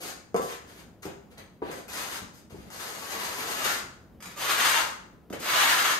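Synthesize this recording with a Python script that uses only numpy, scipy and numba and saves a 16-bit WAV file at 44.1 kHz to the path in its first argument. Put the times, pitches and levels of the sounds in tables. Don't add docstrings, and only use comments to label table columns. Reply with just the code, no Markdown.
import sys
import numpy as np
from scipy import signal
from scipy.fft import rfft, irfft
from scipy.io import wavfile
from scipy.ndimage import map_coordinates
from numba import njit

SR = 44100
rng = np.random.default_rng(int(sys.argv[2]) if len(sys.argv) > 2 else 0)


def wav_record(signal):
    frames = np.transpose(np.atleast_2d(signal))
    bounded = np.clip(frames, -1, 1)
    quanta = np.round(bounded * 32767).astype(np.int16)
    wavfile.write(sys.argv[1], SR, quanta)


N = 264159
T = np.arange(N) / SR
TAIL_SAMPLES = int(.7 * SR)

# f/Hz, relative level/dB
SCRAPE_SPECTRUM = [(300, -40), (600, -2), (850, 1.5), (1300, 7), (1900, 4.5), (2700, 1.5), (3800, -0.5),
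                   (4700, -6), (6000, -35.5)]
# f/Hz, relative level/dB
HISS_SPECTRUM = [(2500, -23.5), (4000, -7.5), (5100, -4), (5650, -11), (6100, -4.5), (6950, -5),
                 (7400, -13), (8100, -7), (8900, -8), (9600, -15), (11000, -7), (12700, -6.5), (14500, -14),
                 (16000, -27)]
# t/s, pressure as scrape level/dB
SWEEP_PRESSURES = [
    [(1.89, -45.5), (1.97, -39), (2.096, -40.5), (2.164, -35.5), (2.2, -60)],
    [(2.712, -50.5), (2.808, -43), (2.954, -44), (3.09, -42), (3.102, -37.5), (3.558, -38), (3.696, -27),
     (3.77, -44), (3.79, -40)],
    [(4.365, -43), (4.385, -37.5), (4.465, -28.5), (4.555, -28.5), (4.619, -23), (4.673, -25), (4.779, -24),
     (4.94, -66)],
    [(5.395, -45), (5.487, -27), (5.613, -22.5), (5.767, -26), (5.803, -28), (5.929, -27), (5.99, -72)],
]
SWEEP_DB = 0.5
EASY_DB = -39


def undb(db):
    return 10 ** (np.asarray(db) / 20)


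def unit(x):
    return x / np.sqrt(np.mean(x ** 2))


def along(rows):
    s, *columns = np.transpose(rows)
    return [np.interp(T, s, c) for c in columns]


def at_hz(points, hz):
    f, value = np.transpose(points)
    return np.interp(np.log(hz + 1), np.log(f), value)


def colour(x, points, size=2048):
    log_gain = np.log(undb(at_hz(points, np.fft.rfftfreq(size, 1 / SR))))
    cepstrum = irfft(log_gain)
    cepstrum[1:size // 2] *= 2
    cepstrum[size // 2 + 1:] = 0
    response = irfft(np.exp(rfft(cepstrum)))
    return signal.fftconvolve(x, response)[:N]


@njit
def resonate(x, hz, width):
    y, band, low = np.empty(len(x)), 0., 0.
    for i in range(len(x)):
        g, k = np.tan(np.pi * hz[i] / SR), width / hz[i]
        v = (band + g * (x[i] - low)) / (1 + g * (g + k))
        band, low, y[i] = 2 * v - band, low + 2 * g * v, k * v
    return y


def walk(rate_hz):
    return unit(np.interp(T * rate_hz, np.arange(4096), rng.standard_normal(4096)))


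def add(track, s, sound):
    i = max(int(s * SR), 0)
    track[i:i + len(sound)] += sound[:N - i]


def background(level_db=-54.5, side_db=-9, waver_db=1.4):
    # f/Hz, relative level/dB
    background_spectrum = [(20, -28), (50, -5), (70, 2), (120, -2.5), (190, 2), (300, -3.5), (450, -8),
                           (700, -13.5), (1500, -26), (3000, -33), (8000, -44), (16000, -36.5)]
    mid, side = (unit(colour(rng.standard_normal(N), background_spectrum)) * undb(waver_db * walk(14))
                 for _ in range(2))
    return undb(level_db) * (mid + undb(side_db) * side * np.array([[1], [-1]]))


def grains(rate_hz, spread_db):
    size = undb(spread_db * np.minimum(rng.exponential(size=N), 6))
    snaps = rng.random(N) < rate_hz / SR
    return unit(snaps * size * rng.choice([-1, 1], N))


def contact(sweep, edge_s=0.0081):
    return np.clip(np.minimum(T - sweep[0][0], sweep[-1][0] - T) / edge_s + 1, 0, 1)


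def driven(sweep, offset_db, growth):
    harder_db = along(sweep)[0] + SWEEP_DB - EASY_DB
    return contact(sweep) * undb(EASY_DB + offset_db + growth * harder_db)


def hand(sand_db=-2, sand_growth=0.77, hollow_db=-8, hollow_growth=0.4, release_s=0.047):
    # t/s, length/s, attack/s, level/dB, hiss re level/dB, boom re level/dB
    dabs = [ (0.0, .13, 0.01, -43, 1.5, 0), (0.404, 0.086, .015, -47, 4.5, 9.5),
            (0.462, .1, 0.036, -39, -5, -8.5), (0.652, 0.19, 0.013, -57, -3, -2.5),
            (1.02, .04, 0.006, -47.5, 1, -2), (1.053, 0.066, 0.0027, -50, -12, 9),
            (1.296, 0.072, 0.016, -61, -5, 2.5), (1.374, 0.043, 0.0026, -39.5, -15.5, -3),
            (1.613, .13, 0.02, -46.5, -13.5, 3.5), (1.7, 0.13, .01, -49, -1, 3.5),
            (2.325, 0.097, 0.013, -61, 3, 0), (2.496, 0.061, .003, -54.5, -3, -1.5),
            (2.538, 0.18, .02, -57, -4, 2), (4.225, 0.12, 0.0079, -49, -4, -13.5),
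            (5.324, 0.05, 0.0054, -39, -10, 3), ]
    force = np.zeros((3, N))
    drain_s, drain_spread_s, drain_db = 3.42, 0.33, 3.5
    boom_db = hollow_db + drain_db * np.exp(-((T - drain_s) / drain_spread_s) ** 2)
    for sweep in SWEEP_PRESSURES:
        force += [driven(sweep, 0, 0.99),
                  driven(sweep, sand_db, sand_growth),
                  driven(sweep, boom_db, hollow_growth)]
    for s, length_s, attack_s, level, hiss, boom in dabs:
        shape = np.clip(np.minimum((T - s) / attack_s, (s + length_s - T) / release_s), 0, 1)
        force += np.outer(undb([level, level + hiss, level + boom]), shape)
    return force


def scraping(judder_db=2, blade_db=-10, blade_bite=1.0, scrape_db=-1, hiss_db=0, boom_db=-1):
    # f/Hz, width/Hz, relative level/dB
    blade_modes = [(1250, 7, -5), (1270, 19, -11), (1610, 23, -1), (1677, 6.9, 24.5), (1870, 28, 20),
                   (2210, 9.6, 24), (2320, 6, 9), (2690, 210, 14), (3350, 14, -6), (3731, 18, 3)]
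    # f/Hz, relative level/dB
    boom_spectrum = [(50, -17), (130, -8), (250, 1), (400, 7), (580, 5.5), (800, 1.5), (1300, -31.5)]
    scrape_force, hiss_force, boom_force = hand()
    slips = undb(judder_db * walk(60))
    coarse = slips * grains(rate_hz=4600, spread_db=2.0)
    fine = slips * grains(rate_hz=6000, spread_db=1.5)
    steel = unit(sum(undb(db) * resonate(coarse, np.full(N, float(hz)), float(width))
                     for hz, width, db in blade_modes))
    bite = (scrape_force / scrape_force.max()) ** blade_bite
    scrape = unit(colour(coarse, SCRAPE_SPECTRUM)) + undb(blade_db) * bite * steel
    hiss = unit(colour(fine, HISS_SPECTRUM))
    boom = unit(colour(coarse, boom_spectrum))
    return (undb(scrape_db) * scrape_force * scrape
            + undb(hiss_db) * hiss_force * hiss
            + undb(boom_db) * boom_force * boom)


def ticks(gain_db=-3, ring_db=-4):
    # t/s, relative level/dB, crunch decay/ms
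    crunches = [(0.344, -21, 0.86), (0.3621, -17, 4.1), (0.418, -21, 1.7), (1.031, -18.5, 0.71),
                (1.054, -23, 1.9), (1.380, -26, 2), (1.715, -16.5, 0.57), (1.8817, -21, 1.4),
                (2.703, -27.5, 2.7), (4.2041, -33, 6.4), (4.225, -20.5, 2.4), (4.257, -22.5, 3.2),
                (5.3007, -28.5, 2), (5.327, -23.5, 2.4)]
    out, t = np.zeros(N), T[:SR // 10]
    for s, db, crunch_ms in crunches:
        crunch = rng.standard_normal(len(t)) * np.exp(-t * 1000 / crunch_ms)
        add(out, s, undb(db + gain_db) * crunch)
    return colour(out, HISS_SPECTRUM) + undb(ring_db) * colour(out, SCRAPE_SPECTRUM)


def knocks(gain_db=0, slap=1.0, slap_s=0.0064, slap_low_hz=300, slap_high_hz=1900, radiate_hz=190):
    # t/s, relative peak/dB, contact softness/ms, pitch ratio of that spot
    landings = [(.3445, -15.5, 0.14, 1), (.3490, -15, 0.21, 0.99), (.396, -22, 0.18, 1.1),
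                (1.0533, -28, 0.3, 0.83), (1.6195, -28.5, 0.092, 0.94), (1.6234, -24, 0.11, 0.75),
                (1.697, -29.5, 0.16, 1), (2.506, -44, .14, 1.2), (2.544, -35.5, 0.37, 0.83),
                (5.305, -31, 0.25, 0.55), (5.335, -24, 0.39, 1.18)]
    # f/Hz, relative level/dB, t60/s
    tray_modes = [(214, -27.5, .1), (300, -43, 0.078), (395, -10, 0.14), (485, 5.5, 0.072),
                  (575, -5.5, 0.12), (714, -4, 0.062), (847, -10, 0.11), (970, -17.5, 0.11),
                  (1042, -2, 0.13), (1180, -1.5, 0.055), (1295, -11, 0.16), (1480, -17, 0.054),
                  (1690, -12, .04)]
    out, t = np.zeros(N), T[:SR // 4]
    band = signal.butter(3, [slap_low_hz, slap_high_hz], "band", fs=SR, output="sos")
    radiate = signal.butter(2, radiate_hz, "high", fs=SR, output="sos")
    for s, db, soft_ms, pitch in landings:
        ring = sum(undb(mode_db - 60 * t / t60) * np.sin(2 * np.pi * hz * pitch * t)
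                   for hz, mode_db, t60 in tray_modes)
        push = t * np.exp(-t * 1000 / soft_ms)
        noise = unit(signal.sosfilt(band, rng.standard_normal(len(t))))
        squelch = slap * noise * np.exp(-t / slap_s)
        pushed = signal.fftconvolve(ring + squelch, push)[:len(t)]
        blow = signal.sosfilt(radiate, pushed)
        add(out, s, undb(db + gain_db) * blow / np.abs(blow).max())
    return out


def bumps(gain_db=-2, fade_s=0.022, low_hz=65, high_hz=260):
    # t/s, relative peak/dB
    shifts = [(0.788, -44.5), (1.058, -35), (1.621, -34), (2.219, -34), (2.518, -35.5), (2.585, -36),
              (2.662, -41), (5.31, -51), (5.352, -43.5)]
    out, t = np.zeros(N), T[:SR // 4]
    band = signal.butter(2, [low_hz, high_hz], "band", fs=SR, output="sos")
    for s, db in shifts:
        thud = signal.sosfilt(band, rng.standard_normal(len(t)) * np.exp(-t / fade_s))
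        add(out, s, undb(db + gain_db) * thud / np.abs(thud).max())
    return out


def wedge(width_hz=290.0, level_db=-12.5, growth=0.88):
    # t/s, f/Hz, clearness/dB
    tilt = [(3.4, 990, 2), (3.72, 1490, 4), (4.4, 1110, 5.5), (4.62, 1280, -8), (4.78, 920, 6),
            (4.85, 940, 6), (4.92, 1180, 19), (5.45, 1160, -1), (5.65, 1250, -3), (5.9, 1100, -1)]
    hz, clear_db = along(tilt)
    grit = grains(rate_hz=5300, spread_db=3.5)
    ring = resonate(resonate(grit, hz, width_hz), hz, width_hz)
    return unit(ring) * sum(driven(sweep, level_db + clear_db, growth) for sweep in SWEEP_PRESSURES)


def direct(x):
    # t/s, left lead/ms, left minus right/dB
    place = [(0, 0.19, -2.5), (3.7, 0.17, 3.5), (4.3, 0.023, -8), (4.7, 0.02, 5), (5.3, 0.054, -4.5),
             (5.99, 0.042, -4)]
    lead_ms, pan_db = along(place)
    late = map_coordinates(x, [np.arange(N) - lead_ms * SR / 1000], order=3)
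    return np.array([x, late]) * undb(np.array([pan_db, -pan_db]) / 2)


def room_tail(apart_hz=300, build_s=0.002, early=0.46, early_s=0.019, size=512):
    # f/Hz, t60/s
    room_t60 = [(100, 0.73), (400, 0.42), (1000, 0.61), (3000, 0.48), (7000, 0.49), (14000, 0.25)]
    hz, t, (mid, side) = signal.stft(rng.standard_normal((2, TAIL_SAMPLES)), SR, nperseg=size)
    alike = np.exp(-(hz / apart_hz) ** 2)[:, None] * .9
    fade = undb(-60 * t / at_hz(room_t60, hz)[:, None])
    pair = np.sqrt(1 + alike) * mid + np.sqrt(1 - alike) * side * np.array([1, -1])[:, None, None]
    tail = signal.istft(pair * fade, SR)[1][:, :TAIL_SAMPLES]
    t = T[:TAIL_SAMPLES]
    tail = tail * (1 - np.exp(-(t / build_s) ** 2)) * (1 + early * np.exp(-t / early_s))
    return tail / np.sqrt(np.sum(tail ** 2) / 2)


def standing_waves(gain_db=-45, t60_s=0.56, apart_hz=900):
    # f/Hz, relative level/dB
    stall_modes = [(146, -11), (196, -18.5), (396, -12), (473, -15), (511, -14.5), (566, -21), (710, -10.5),
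                   (758, -6), (905, -19), (960, 1.5), (1038, -10.5), (1160, 0), (1246, -7.5)]
    t, sides = T[:TAIL_SAMPLES], np.array([[1], [-1]])
    waves = sum(undb(db) * np.sin(2 * np.pi * hz * t + sides * hz / apart_hz) for hz, db in stall_modes)
    return undb(gain_db - 60 * t / t60_s) * waves


def heard(x, response):
    return signal.oaconvolve(x[None].astype("f"), response.astype("f"), axes=1)[:, :N]


def moving_room(x, count=6, travel_hz=55):
    share = np.array([walk(travel_hz) for _ in range(count)])
    share /= np.sqrt(np.sum(share ** 2, axis=0))
    return sum(heard(x * part, room_tail()) for part in share)


def scene(grit_direct_db=-5, grit_room_db=0, tray_direct_db=-1, tray_room_db=-3):
    grit = scraping() + wedge() + ticks()
    tray = knocks() + bumps()
    grit_room = undb(grit_room_db) * moving_room(grit)
    tray_room = heard(tray, undb(tray_room_db) * room_tail() + standing_waves())
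    straight = direct(undb(grit_direct_db) * grit + undb(tray_direct_db) * tray)
    return straight + grit_room + tray_room + background()


def record(dry, mono_hz=9800, top_hz=15600):
    # f/Hz, left minus right/dB
    side_balance = [(200, 0), (500, 1.6), (1200, 1.5), (2400, 2), (4400, 3.5), (8100, 7.5), (11000, -3)]
    balance_db = at_hz(side_balance, np.fft.rfftfreq(N, 1 / SR))
    left, right = irfft(rfft(dry) * undb(np.array([balance_db, -balance_db]) / 2), N)
    mid, side = (left + right) / 2, (left - right) / 2
    side = signal.sosfiltfilt(signal.butter(10, mono_hz, fs=SR, output="sos"), side)
    top_cut = signal.ellip(10, .2, 80, top_hz, fs=SR, output="sos")
    return signal.sosfilt(top_cut, np.array([mid + side, mid - side]))


dry = scene()
out = record(dry)
wav_record(out)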